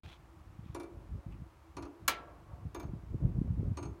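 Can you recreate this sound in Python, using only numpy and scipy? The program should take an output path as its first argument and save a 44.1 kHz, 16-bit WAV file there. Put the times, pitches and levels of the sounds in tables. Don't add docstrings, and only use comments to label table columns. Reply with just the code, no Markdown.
import sys
import numpy as np
from scipy import signal
from scipy.fft import rfft, irfft
from scipy.io import wavfile
from scipy.ndimage import uniform_filter1d

SR = 44100
rng = np.random.default_rng(int(sys.argv[2]) if len(sys.argv) > 2 else 0)


def digitize_waveform(pressure):
    field = np.atleast_2d(pressure).T
    bounded = np.clip(field, -1, 1)
    quanta = np.round(bounded * 32767).astype(np.int16)
    wavfile.write(sys.argv[1], SR, quanta)


N = 176400
T = np.arange(N) / SR
RING_T = T[:SR]


def from_db(db):
    return 10 ** (np.asarray(db) / 20)


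def rms_one(x):
    return x / np.sqrt(np.mean(x ** 2) + 1e-20)


def at_hz(table, hz, column=1):
    table = np.array(table)
    return np.interp(np.log(hz + 1e-9), np.log(table[:, 0]), table[:, column])


def noise(colour):
    hz = np.fft.rfftfreq(N, 1 / SR)
    return rms_one(irfft(rfft(rng.standard_normal(N)) * from_db(at_hz(colour, hz)), N))


def drift(rate_hz):
    pole = np.exp(-2 * np.pi * rate_hz / SR)
    return rms_one(signal.lfilter([1], [1, -2 * pole, pole * pole], rng.standard_normal(N + SR))[SR:])


def dense_ring(table, bands=24):
    edges = np.geomspace(120, 17000, bands + 1)
    white = rng.standard_normal((2, len(RING_T)))
    out, power = 0, 0
    for k, (low, high) in enumerate(zip(edges, edges[1:])):
        hz = np.sqrt(low * high)
        bandpass = signal.butter(2, [low, high], "band", fs=SR, output="sos")
        band = from_db(at_hz(table, hz)) * signal.sosfilt(bandpass, white[k % 2])
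        out = out + band * np.exp(-np.log(1000) * RING_T / at_hz(table, hz, column=2))
        power += np.mean(band ** 2)
    return out / np.sqrt(power)


def mode_ring(modes):
    out = 0
    for k, (hz, db, t60) in enumerate(modes):
        decay = np.exp(-np.log(1000) * RING_T / t60)
        out = out + (-1) ** k * from_db(db) * np.sin(2 * np.pi * hz * RING_T) * decay
    return out


def strike(hits, ring):
    out = np.zeros(2 * N)
    for start, db in hits:
        i = int(start * SR)
        out[i:i + len(ring)] += from_db(db) * ring
    return out[:N]


# frequency in Hz, relative level in dB.
AIR_COLOUR = [(25, -5.5), (70, 8.5), (130, -14.5), (220, -20), (320, -11.5), (450, -13.5), (1100, -9.5),
              (1600, -17.5), (2400, -22), (3500, -28), (6000, -32), (10000, -35.5), (16000, -39)]

def background(air_db=-61.5, hum_hz=326.7, hum_width_hz=21, hum_db=-68):
    phase = 2 * np.pi * hum_hz * T
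    hum = drift(hum_width_hz) * np.sin(phase) + drift(hum_width_hz) * np.cos(phase)
    return from_db(air_db) * noise(AIR_COLOUR) + from_db(hum_db) * hum


# frequency in Hz, relative level in dB, t60 in seconds.
ROOM_TAIL = [(150, -10.5, .8), (337.8, 1.5, 0.99), (687, 3, 1.0), (1210, -4, 0.67), (2280, -8.5, 0.503),
             (5000, -9, 0.28), (14040, -17, .15)]
FAR_WALL_TAIL = [(150, -4.5, 0.55), (400, -1, 1), (650, 3.5, 1), (1100, -10, 1), (1610, -16.5, 0.31),
                 (3000, -38.5, 0.24), (14000, -55, 0.15)]

def room(sound, room_db=-21, wall_db=-30, wall_delay_s=.38, bloom_s=.029):
    response = 0
    for table, db, delay in ((ROOM_TAIL, room_db, 0), (FAR_WALL_TAIL, wall_db, wall_delay_s)):
        tail = dense_ring(table) * (1 - np.exp(-RING_T / bloom_s))
        response = response + strike([(delay, db)], tail / np.sqrt(np.sum(tail ** 2)))
    return signal.fftconvolve(sound, response)[:N]


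# time in seconds, level in dB.
GUSTS = [(0.03, -46), (0.14, -56.5), (0.22, -58), (0.38, -60), (0.5, -50), (0.56, -64), (0.6, -50),
         (0.7, -45.5), (0.8, -50), (0.89, -65), (0.96, -42), (1.05, -56), (1.11, -44.5), (1.19, -47),
         (1.23, -81), (1.27, -45), (1.42, -50.5), (1.48, -58.5), (1.73, -65), (1.8, -46), (1.97, -71),
         (2.03, -48.5), (2.2, -55.5), (2.44, -58), (2.53, -47.5), (2.61, -55.5), (2.66, -42.5), (2.72, -53),
         (2.78, -50), (2.93, -41), (3.09, -47), (3.15, -28), (3.175, -45), (3.2, -36), (3.27, -33),
         (3.35, -39), (3.4, -37), (3.72, -32.5), (3.76, -41.5), (3.9, -44), (4.0, -61.5)]
# frequency in Hz, relative level in dB.
WIND_COLOUR = [(20, -26), (35, -12), (55, 3.5), (100, 0), (170, -9.5), (250, -17), (400, -27.5), (700, -38),
               (1500, -63), (4000, -82)]
# time in seconds, peak in dB, centre frequency in Hz.
EDDIES = [(0.594, -35.5, 123), (0.663, -40, 160), (0.702, -33.5, 93), (1.123, -32, 63), (1.267, -33.5, 126),
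          (1.422, -36.5, 124), (2.536, -36.5, 91), (2.655, -34, 122), (2.854, -30.5, 98), (2.937, -30, 161),
          (3.145, -28.5, 210), (3.153, -23.5, 90), (3.252, -19.5, 98), (3.388, -22.5, 125),
          (3.417, -20, 184), (3.507, -21, 97), (3.524, -27.5, 115), (3.598, -26.5, 110), (3.632, -29, 245),
          (3.718, -22, 115)]

def wind(lumps_db=3.5, lumps_hz=19):
    flow = noise(WIND_COLOUR)
    flow = rms_one(flow / np.sqrt(uniform_filter1d(flow ** 2, size=2000) + 1e-9))
    lumpy = rms_one(flow * from_db(lumps_db * drift(lumps_hz)))
    out = lumpy * from_db(np.interp(T, *np.transpose(GUSTS)))
    for time, db, hz in EDDIES:
        pulse = np.real((1 + .4j * np.pi * hz * (T - time)) ** -6)
        out = out - from_db(db) * pulse
    return out


# start in seconds, length in seconds, level in dB.
RUBS = [(0.016, 0.13, -57.5), (0.0607, 0.0016, -53.5), (0.128, 0.05, -65), (0.623, 0.12, -72.5)]
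# frequency in Hz, relative level in dB.
RUB_COLOUR = [(300, -3), (1100, 1), (1900, -6.5), (2450, 2.5), (2850, -6), (3300, 2.5), (4500, -10.5),
              (6000, -16), (9000, -24), (15000, -31)]

def handling(grain_db=3.5, grain_hz=150):
    level = 0
    for start, length, db in RUBS:
        progress = np.clip((T - start) / length, 0, 1)
        level = level + from_db(db) * np.sqrt(np.abs(np.sin(np.pi * progress)))
    return level * rms_one(noise(RUB_COLOUR) * from_db(grain_db * drift(grain_hz)))


# start in seconds, level in dB.
TAPS = [(1.313, -69), (1.322, -62)]
# frequency in Hz, relative level in dB, t60 in seconds.
TAP_RING = [(1000, -11.5, .08), (1900, -11.5, 0.074), (2480, 3.5, .12), (2980, -10, 0.074),
            (5000, -20, .05), (14000, -28, .04)]

def wheelwork_tap():
    return strike(TAPS, dense_ring(TAP_RING))


# start in seconds, gain in dB.
CLACK = [(2.0798, -2.5)]
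EDGE_SNAPS = [(2.0785, -20.5), (2.0802, -20.5), (2.0824, -29.5), (2.0936, -31)]
# pitch in Hz, level in dB before EQ, t60 in seconds.
LEVER_MODES = [ (696, -44, .5), (858, -47, .2), (952, -40, .18), (1060, -23, .025), (1143, -31, .13),
               (1342, -31, .24), (1453, -37, .1), (1560, -22, .014), (1650, -21, .03), (1843, -36, .13),
               (1915, -39, .12), (2031, -43, .14), (2151, -44, .14), (2250, -33, .11), (2330, -33, .22),
               (2464, -45, .14), (2807, -29, .04), (2907, -39, .16), (3198, -43, .12), (4021, -38, .12),
               (4095, -36, .1), (4220, -40, .14), (4855, -42, .11), (6481, -39, .11)]
# frequency in Hz, gain in dB.
LEVER_EQ = [(700, -1), (1200, 0.61), (1650, 0), (2300, 0.53), (4000, 1), (6500, 0.95)]
# frequency in Hz, relative level in dB, t60 in seconds.
LEVER_RING = [(150, -27.5, .3), (330, -2.5, .3), (550, -9, 0.37), (1090, 0.5, .14), (2237, -2.5, 0.24),
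              (4030, -8, 0.19), (6920, -13.5, .12), (11000, -12, .1), (15000, -9.5, .08)]
EDGE_RING = [(1002, -8, 0.04), (4070, -2, 0.033), (7000, 0, 0.021), (9500, 0, 0.01404), (11030, 1, 0.015),
             (13000, 2.5, .014), (15500, -8.5, 0.01)]

def lever(ring_db=-24.5):
    modes = mode_ring([(hz, db + at_hz(LEVER_EQ, hz), t60) for hz, db, t60 in LEVER_MODES])
    body = modes + from_db(ring_db) * dense_ring(LEVER_RING)
    return strike(CLACK, body) + strike(EDGE_SNAPS, dense_ring(EDGE_RING))


# start in seconds, gain in dB, delays of the two rebounds in seconds.
BEATS = [(0.7465, 0, .052, .085), (1.7672, 0, .0565, .085), (2.7462, 0, .0515, .083),
         (3.7712, 0, .0555, .082)]
# gain of the modes in dB, gain of the wheels' ring in dB.
CONTACTS = [(0, 0), (-5, -3), (-14, -11)]
# pitch in Hz, t60 in seconds before damping, level in dB before EQ on each of the four beats.
ESCAPEMENT_MODES = [ (287, .35, -52, -49, -54, -49), (338, .38, -44, -50, -46, -50),
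                    (435, .3, -52, -61, -52, -62), (550, .35, -54, -61, -59, -58),
                    (694, .4, -57, -64, -57, -62), (968, .3, -56, -56, -60, -57),
                    (1195, .25, -63, -54, -56, -53), (1700, .13, -60, -72, -56, -75),
                    (2331, .25, -56, -57, -56, -58), (2524, .1, -75, -56, -74, -56),
                    (2955, .13, -80, -64, -80, -61), (3577, .1, -58, -70, -54, -68),
                    (4295, .1, -58, -53, -62, -52), (5710, .08, -58, -60, -72, -61),
                    (6448, .16, -67, -61, -56, -53), (7170, .1, -58, -66, -67, -68),
                    (8590, .14, -65, -79, -73, -58), (10000, .025, -52, -63, -52, -66),
                    (10358, .12, -59, -62, -69, -72), (13050, .018, -53, -80, -57, -80),
                    (14236, .09, -67, -79, -60, -73)]
# frequency in Hz, gain in dB.
ESCAPEMENT_EQ = [(300, 5), (1000, 1.5), (2400, -1), (4300, -1.5), (6500, 1.5), (14000, -2)]
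# frequency in Hz, relative level in dB, t60 in seconds.
WHEEL_RING = [(202, -6, .25), (326, 12.5, 0.36), (496.7, -1.5, 0.19), (1250, -1.5, 0.21), (1550, -9, .11),
              (2050, -19, 0.16), (2400, -16, 0.27), (3150, -19, 0.065), (4400, -15.5, .1),
              (6000, -17, 0.035), (8900, -24, 0.041), (15000, -38, 0.018)]

def escapement(damping=1.045, rebound_scatter_db=2.5, wheels_db=-39.5, frame_hz=3100, frame_rise_s=.0017):
    hz, t60, *beat_levels = np.transpose(ESCAPEMENT_MODES)
    eq_db = at_hz(ESCAPEMENT_EQ, hz)
    frame_lowpass = signal.butter(2, frame_hz, fs=SR, output="sos")
    frame_lag = np.exp(-(RING_T / frame_rise_s) ** 2)
    wheels = [dense_ring(WHEEL_RING, bands=30) for _ in CONTACTS]
    out = 0
    for (start, db, *rebounds), mode_db in zip(BEATS, beat_levels):
        for delay, (ping_db, wheel_db), wheel in zip([0] + rebounds, CONTACTS, wheels):
            scatter_db = rebound_scatter_db * rng.standard_normal(len(hz)) * (delay > 0)
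            modes = mode_ring(zip(hz, mode_db + eq_db + scatter_db, t60 / damping))
            ring = from_db(ping_db) * modes + from_db(wheels_db + wheel_db) * wheel
            ring = ring - signal.sosfiltfilt(frame_lowpass, ring) * frame_lag
            out = out + strike([(start + delay, db)], ring)
    return out


def scene():
    near = escapement() + lever() + handling() + wheelwork_tap()
    return (near + room(near) + wind() + background())[None]


def record(dry, low_cut_hz=34, high_cut_hz=15900, open_s=.034):
    low_cut = signal.butter(2, low_cut_hz, "high", fs=SR, output="sos")
    high_cut = signal.ellip(12, .2, 80, high_cut_hz, fs=SR, output="sos")
    fade_in = np.clip((T - open_s) / .00071 + 1, .003, 1)
    return signal.sosfilt(high_cut, signal.sosfilt(low_cut, dry) * fade_in)


dry = scene()
out = record(dry)
digitize_waveform(out)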